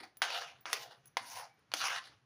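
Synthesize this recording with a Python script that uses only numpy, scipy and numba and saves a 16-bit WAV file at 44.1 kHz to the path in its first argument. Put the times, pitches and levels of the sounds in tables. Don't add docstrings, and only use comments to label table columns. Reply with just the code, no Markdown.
import sys
import numpy as np
from scipy import signal
from scipy.fft import rfft, irfft, next_fast_len
from scipy.io import wavfile
from scipy.ndimage import uniform_filter1d
from numba import njit

SR = 44100
rng = np.random.default_rng(int(sys.argv[2]) if len(sys.argv) > 2 else 0)


def transcribe(u):
    v = np.clip(np.atleast_2d(u).T, -1, 1)
    q = np.round(v * 32767).astype(np.int16)
    wavfile.write(sys.argv[1], SR, q)


def magnitude_from_level(level_db):
    exponent = np.asarray(level_db, float) / 20
    return 10 ** exponent


N = 99225
TILT_HZ = 4630


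def curve(points, hz):
    p = np.array(points, float)
    return np.interp(np.log(np.maximum(hz, 1)), np.log(p[:, 0]), p[:, 1])


def colour(x, points, size=2048):
    log_gain = curve(points, np.arange(size // 2 + 1) * SR / size) * np.log(10) / 20
    cepstrum = irfft(log_gain)
    cepstrum[1:size // 2] *= 2
    cepstrum[size // 2 + 1:] = 0
    return signal.fftconvolve(x, irfft(np.exp(rfft(cepstrum))))[:N]


def decay(t, t60):
    return np.exp(-np.log(1000) * t / t60)


def ring(modes, scatter_db):
    t = np.arange(SR // 2) / SR
    out = np.zeros(len(t))
    for hz, db, t60 in modes:
        strength = magnitude_from_level(db + scatter_db * rng.standard_normal())
        out += strength * decay(t, t60) * np.cos(2 * np.pi * hz * t)
    return out


def unit(x):
    return x / np.sqrt(np.mean(x ** 2))


def walk(rate):
    k = int(SR / rate)
    steps = np.repeat(rng.standard_normal(N // k + 1), k)
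    return unit(uniform_filter1d(uniform_filter1d(steps, k), k)[:N])


def tilt(x, bright_db, hz):
    low = signal.lfilter(*signal.butter(2, hz, "low", fs=SR), x)
    high = signal.lfilter(*signal.butter(2, hz, "high", fs=SR), x)
    return low - magnitude_from_level(bright_db) * high


@njit
def svf(x, hz, q):
    y, b, l, k = np.empty(len(x)), 0., 0., 1 / q
    for i in range(len(x)):
        g = np.tan(np.pi * hz[i] / SR)
        v = (b + g * (x[i] - l)) / (1 + g * (g + k))
        b, l, y[i] = 2 * v - b, l + 2 * g * v, k * v
    return y


def place(out, start_s, sound):
    i = int(start_s * SR)
    out[i:i + len(sound)] += sound


# frequency in Hz, level in dB.
AIR_SHAPE = [(25, -32), (55, -13), (130, -3), (250, -8.5), (600, -11), (1600, -11), (3000, -18.5),
             (6500, -24.5), (16000, -27.5)]


def kitchen():
    air_db, drone_db = -70.5, -83
    drone_hz, width_hz = 123, 78
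    air = unit(colour(rng.standard_normal(N), AIR_SHAPE, size=8192)) * magnitude_from_level(air_db + 2.34 * walk(21))
    edges = [drone_hz - width_hz / 2, drone_hz + width_hz / 2]
    band = signal.butter(2, edges, "band", fs=SR, output="sos")
    drone = signal.sosfilt(band, rng.standard_normal(N))
    return air + unit(drone) * magnitude_from_level(drone_db + 2.9 * walk(9.8))


# time in seconds, pressure in dB, brightness in dB,
# tone of the hollow behind the spoon in Hz.
DRAG_A = [(0.0, -47.5, -22, 940), (0.008, -46, -11, 940), (0.024, -58.5, -12, 900),
          (0.038, -48.5, -14.5, 735), (0.14, -94, -4, 621)]
DRAG_B = [(0.25, -44.5, -26, 670), (0.28, -41.5, -20, 830), (0.377, -38.5, -8, 910), (0.402, -49, -5, 750),
          (0.418, -44, -7.5, 700), (0.546, -62.5, -24.5, 660), (0.6, -71, -17.5, 754)]
DRAG_C = [(0.665, -43, -23, 1044), (0.701, -43.5, -10.5, 1020), (0.722, -50, 1.5, 1050)]
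DRAG_D = [(0.77, -44.5, -3, 646), (0.812, -53.5, 6.5, 690), (0.832, -51.5, 5.5, 690),
          (0.894, -60.5, -14, 720), (0.915, -54, -11.5, 730), (1.033, -86.5, 0, 650), (1.041, -73, -9, 690)]
DRAG_E = [(1.2, -45, -12, 925), (1.208, -48.5, -12.5, 930), (1.248, -50, -9.5, 993),
          (1.31, -54.5, 11.5, 850), (1.395, -43.5, -6.5, 983), (1.44, -50, -12.5, 750),
          (1.474, -60.5, -18, 711), (1.62, -91.5, -22, 968)]
DRAG_F = [(1.761, -47.5, -0.5, 787), (1.798, -51.5, 11, 1215), (1.815, -35, -9, 1240),
          (1.91, -38, -9, 1155), (1.986, -39.5, -18, 1290), (2.002, -52.5, -21, 1190),
          (2.061, -57.5, -5.5, 940), (2.173, -73.5, -29, 1220), (2.22, -90, -9, 1084)]
DRAG_START_S = [0, .2185, .6555, .7225, 1.169, 1.7375]
# hollow level in dB, spoon bowl in Hz, bowl lift in dB, spoon rim in Hz,
# rim lift in dB.
DRAG_VOICES = [(1, 1900, -0.8, 7000, -5), (-3, 3070, 2, 5800, .1), (-1.5, 1100, 1.5, 3600, -1),
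               (2.5, 6100, -4.5, 5500, 3.1), (4.5, 3080, -8, 9500, 3.5), (-9.5, 2500, 1.5, 5200, 2.5)]


def drags():
    clicks_per_s, click_spread_db, chatter_db = 7000, -0.5, 1
    patch_db, below_hollow_db_per_oct = 2.18, 20.5
    t = np.arange(N) / SR
    level, bright, hollow = np.ones((3, N))
    for start, rows in zip(DRAG_START_S, [DRAG_A, DRAG_B, DRAG_C, DRAG_D, DRAG_E, DRAG_F]):
        time, pressure_db, bright_db, hollow_hz = np.array(rows, float).T
        on = t >= start
        fade_db = 300 * np.maximum(t - time[-1], 0)
        level[on] = magnitude_from_level(np.interp(t, time, pressure_db) - fade_db)[on]
        bright[on] = np.interp(t[on], time, bright_db)
        hollow[on] = np.interp(t[on], time, hollow_hz)

    clicks = rng.random(N) < clicks_per_s / SR
    sizes = magnitude_from_level(click_spread_db * rng.exponential(size=N))
    grit = unit(clicks * sizes * rng.standard_normal(N)) * magnitude_from_level(chatter_db * walk(90))

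    rub = np.zeros(N)
    for k, hz in enumerate(350 * 2 ** np.arange(0, 5.6, .5)):
        patch = svf(grit, hz * magnitude_from_level(0.45 * walk(13.79)), 3.51)
        octaves_below = np.maximum(np.log2(0.64 * hollow / hz), 0)
        gain_db = patch_db * walk(30.18) - below_hollow_db_per_oct * octaves_below
        rub += (-1) ** k * patch * magnitude_from_level(gain_db)

    drag_now = np.searchsorted(DRAG_START_S, t, "right") - 1
    hollow_db, bowl_hz, bowl_db, rim_hz, rim_db = np.array(DRAG_VOICES, float)[drag_now].T.copy()
    rub += magnitude_from_level(2.5 + hollow_db) * svf(grit, hollow, 11.0)
    rub = rub + (magnitude_from_level(bowl_db) - 1) * svf(rub, bowl_hz, 0.93)
    rub = rub + (magnitude_from_level(rim_db) - 1) * svf(rub, rim_hz, 2.8)
    return tilt(unit(rub) * level, np.clip(bright + 3.5, -15, 12), TILT_HZ)


# frequency in Hz, level in dB, 60 dB fade in seconds.
POT_MODES = [(489.4, 8.5, 0.033), (709.5, -2, 0.034), (773, -3, 0.069), (1044, -8, 0.097),
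             (1394, -6, 0.017), (1603, -15, 0.033), (1928, -5.5, 0.078), (2120, -3, 0.052),
             (2290, -5, 0.044), (2450, 9, 0.008), (2870, 8.5, 0.022), (3430, 1.5, 0.016), (4550, 4, 0.024),
             (5700, -0.5, 0.0086)]
# frequency in Hz, level in dB.
FLOOR_SHAPE = [(100, -59), (250, -20.5), (430, -14.5), (750, -5.5), (1050, -3), (2500, -8), (6500, -11),
               (16000, -10.5)]


def pot(force):
    body = ring(POT_MODES, 0)
    body *= magnitude_from_level(-14) / np.sqrt(np.sum(body ** 2))
    body[0] += 1
    shape = colour(body, FLOOR_SHAPE)
    return signal.fftconvolve(force, shape / np.sqrt(np.sum(shape ** 2)) * 1.588)[:N]


# start in seconds, level in dB, pitch in Hz, 60 dB fade in seconds.
PASTE_SLUMPS = [
    (.005, -50.5, 304, 0.22),
    (0.221, -55, 342, 0.37),
    (.66, -58.5, 317, 0.32),
    (0.732, -53, 458, 0.69),
    (1.2, -63, 264, 0.49),
    (1.739, -54.5, 261, 0.44),
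]


def slumps():
    out, t = np.zeros(N + SR), np.arange(SR // 2) / SR
    for s, db, hz, t60 in PASTE_SLUMPS:
        centre = hz + 0 * t
        thud = unit(svf(svf(rng.standard_normal(len(t)), centre, 1.94), centre, 1.94))
        place(out, s, magnitude_from_level(db) * thud * np.minimum(t / 0.0076, 1) * decay(t, t60))
    return out[:N]


# middle in seconds, level in dB, pitch in Hz, length in seconds.
STEAM_PLOPS = [(0.025, -80, 133, 0.015), (0.181, -73, 123, 0.057), (0.293, -72, 119, 0.019),
               (0.354, -75, 132, 0.038), (0.408, -73, 111, 0.037), (0.471, -70, 142, 0.046),
               (0.576, -68, 132, 0.062), (0.66, -72, 145, 0.012), (0.74, -67, 147, 0.0098),
               (0.809, -64.5, 131, 0.033), (0.888, -66, 132, 0.032), (0.995, -67.5, 128, 0.055),
               (1.077, -65.5, 130, 0.034), (1.143, -74, 142, 0.023), (1.225, -67.5, 116, 0.05),
               (1.375, -65, 105, 0.09), (1.433, -65.5, 133, 0.03), (1.501, -73, 118, 0.024),
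               (1.613, -71, 131, 0.015), (1.667, -81, 121.6, 0.028), (1.729, -68.5, 119, 0.072),
               (1.843, -62, 123, 0.037), (1.912, -65, 121, 0.02), (1.972, -65, 115, 0.018),
               (2.091, -69, 123, 0.059), (2.168, -68, 106.6, 0.046), (2.234, -69, 131, 0.041)]


def plops():
    out, t = np.zeros(N), np.arange(N) / SR
    for s, db, hz, length in STEAM_PLOPS:
        on = slice(max(int((s - .2) * SR), 0), int((s + .2) * SR))
        u = t[on] - s
        swell = np.exp(-(u / (0.48 * length)) ** 2)
        glide = 1 + 0.16 * np.tanh(u / length) / 2
        out[on] += magnitude_from_level(db + 3) * swell * np.sin(2 * np.pi * hz * u * glide)
    return out


LANDING_START_S = [.0348, .2186, .5871, .6552, .7298, 1.1692, 1.5928, 1.7170, 1.7376]
# peak in dB, brightness in dB, rattle's 60 dB fade in seconds, knock in Hz, weight in dB.
SPOON_LANDINGS = [
    (-55.5, 5, 0.063, 610, -2),
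    (-18, -7, 0.18, 1500, -11.5),
    (-68, 0, 0.015, 9500, -9),
    (-35.5, -24, 0.048, 1430, 1.5),
    (-21, 9, 0.047, 2810, -23),
    (-21.5, -5.5, 0.057, 1035, -4.5),
    (-82, 12.5, 0.019, 7300, -10),
    (-34, -16, 0.066, 2630, -36),
    (-28, 12, 0.038, 743, 1.5),
]
# frequency in Hz, level in dB, frequency in Hz, level in dB.
FURTHER_KNOCKS = [(2500, -6, 4300, -15), (3070, -5.5, 3650, -6), (9000, -9, 12000, -9), (3400, 8, 6000, -17),
                  (1920, -6, 13000, 15), (2080, 8.5, 3400, 3), (10000, -7, 13000, -9), (4230, 6, 2000, -18),
                  (3360, 12.5, 4300, 18)]


def landings():
    rattle_db, knock_db, knock_cycles = -8, 2, 2.1
    crack_s, rise_s, knock_late_s, weight_hz = .0012, 0.00066, 0.000527, 1300
    out, t = np.zeros(N + SR), np.arange(SR // 4) / SR
    late = np.maximum(t - knock_late_s, 0)
    for s, landing, upper in zip(LANDING_START_S, SPOON_LANDINGS, FURTHER_KNOCKS):
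        db, bright_db, t60, hz, weight_db = landing
        hz2, db2, hz3, db3 = upper
        blow = magnitude_from_level(rattle_db) * rng.standard_normal(len(t)) * decay(t, t60)
        blow += 0.79 * rng.standard_normal(len(t)) * np.exp(-t / crack_s)
        blow *= np.minimum(t / rise_s, 1)
        blow[[24, 38, 66]] += [1.4, -2.6, 1.3]
        knock = np.zeros(len(t))
        for f, g in ((hz, 0), (hz2, db2), (hz3, db3)):
            fade = np.exp(-late * np.sqrt(f * 1000) / knock_cycles)
            knock += magnitude_from_level(knock_db) * 0.27 * magnitude_from_level(g) * np.sin(2 * np.pi * f * late) * fade
        blow = tilt(blow, bright_db, TILT_HZ)
        blow = magnitude_from_level(weight_db) * tilt(blow, -weight_db, weight_hz)
        place(out, s, magnitude_from_level(db) * (blow + knock))
    return out[:N]


# start in seconds, level in dB, upper ring in dB, lower ring in dB, tick in dB.
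BANGLE_CLINKS = [
    (0.1706, -53.5, 9, -8, 14),
    (.6083, -59, 9, -8, 6),
    (1.0572, -51, -2.5, -9.5, 3),
    (1.069, -55, 0.5, 9, -6),
    (1.594, -100, 0, 4, 40),
]
# frequency in Hz, level in dB, 60 dB fade in seconds.
BANGLE_MODES = [(4878, -27, .12), (5861, -25, .2), (6470, -20, .1), (8701, -28, .15), (10190, -21, .12),
                (10885, -1, .055), (10905, -26, .28), (11961, -19, .1), (12901, -25, .05),
                (14620, -13, .05), (15191, -3, .05), (15230, -24, .18)]
# start in seconds, frequency in Hz, level in dB, 60 dB fade in seconds.
SINGLE_RING = (1.5405, 11959, -65, .09)


def bangles():
    out, t = np.zeros(N + SR), np.arange(SR // 2) / SR
    for s, db, upper_db, lower_db, tick_db in BANGLE_CLINKS:
        modes = []
        for hz, g, t60 in BANGLE_MODES:
            lift_db = 12 if hz > 7000 else lower_db
            modes.append((hz, g + upper_db * (hz > 11500) + lift_db, t60))
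        clink = ring(modes, 3.7) * (1 - np.exp(-t / 0.0003))
        tick = np.diff(rng.standard_normal(len(t) + 4), 4)
        clink += 0.67 * magnitude_from_level(tick_db) * tick * np.exp(-t / .0012)
        place(out, s, magnitude_from_level(db) * clink)
    place(out, SINGLE_RING[0], ring([SINGLE_RING[1:]], 0))
    return out[:N] * magnitude_from_level(3.0 * walk(140))


# start in seconds, peak in dB, pitch in Hz.
EDGE_CATCHES = [(0.304, -27.5, 2550), (0.355, -29.5, 1450), (0.421, -31, 1670), (0.911, -47, 776),
                (1.397, -37, 1080), (1.77, -33, 4720), (1.804, -32, 1540), (1.84, -28.5, 1330),
                (1.884, -25.5, 2060), (1.905, -26, 2150), (1.961, -31, 1700), (2.074, -44.5, 1710)]


def catches():
    out, t = np.zeros(N + SR), np.arange(SR // 40) / SR
    for s, db, hz in EDGE_CATCHES:
        tick = np.sin(2 * np.pi * hz * t) + 0.69 * rng.standard_normal(len(t))
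        place(out, s, magnitude_from_level(db - 6.5) * tick * np.exp(-t / 0.0024))
    return out[:N]


def spoon():
    t = np.arange(N) / SR
    rub = rng.standard_normal(N) * (t > 1.33) * (t < 1.56)
    handle = ring([(2290, 0, .3)], 0)
    return magnitude_from_level(-72.5) * unit(signal.fftconvolve(rub, handle)[:N]) * 0.28


def room(near):
    t = np.arange(SR // 2) / SR
    tail = rng.standard_normal(len(t)) * decay(t, 0.26) * (t > .003)
    tail = colour(tail, [(500, -14.5), (4000, -17.5), (12000, -20.5)])
    return signal.fftconvolve(near, tail * magnitude_from_level(-13.5) / np.sqrt(np.sum(tail ** 2)))[:N]


def scene():
    force = drags() + landings() + catches()
    near = pot(force) + bangles() + slumps() + spoon()
    mono = near + room(near) + kitchen() + plops()
    return np.array([mono, mono])


# frequency in Hz, level in dB.
PHONE_TREBLE = [(6400, -4), (7300, -14), (8300, -22), (9700, -5), (10600, -13.5), (13600, -22.5),
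                (15400, -12.5), (15750, -42.5)]
# frequency in Hz, level in dB.
PORT_DIFFERENCE = [(3500, -55.5), (5500, -46), (6800, -15), (8300, -14.5), (9500, -6.5), (10500, -15),
                   (11400, -44), (13000, -63)]


def phone(dry):
    mid = colour(dry.mean(axis=0), PHONE_TREBLE)
    size = next_fast_len(2 * N)
    hz = np.arange(size // 2 + 1) * SR / size
    side = irfft(rfft(mid, size) * magnitude_from_level(curve(PORT_DIFFERENCE, hz)), size)[:N]
    return np.array([mid + side, mid - side])


def low_pass(x):
    return signal.sosfilt(signal.butter(12, 16850, fs=SR, output="sos"), x)


def record(dry):
    return low_pass(phone(dry))


dry = scene()
out = record(dry)
transcribe(out)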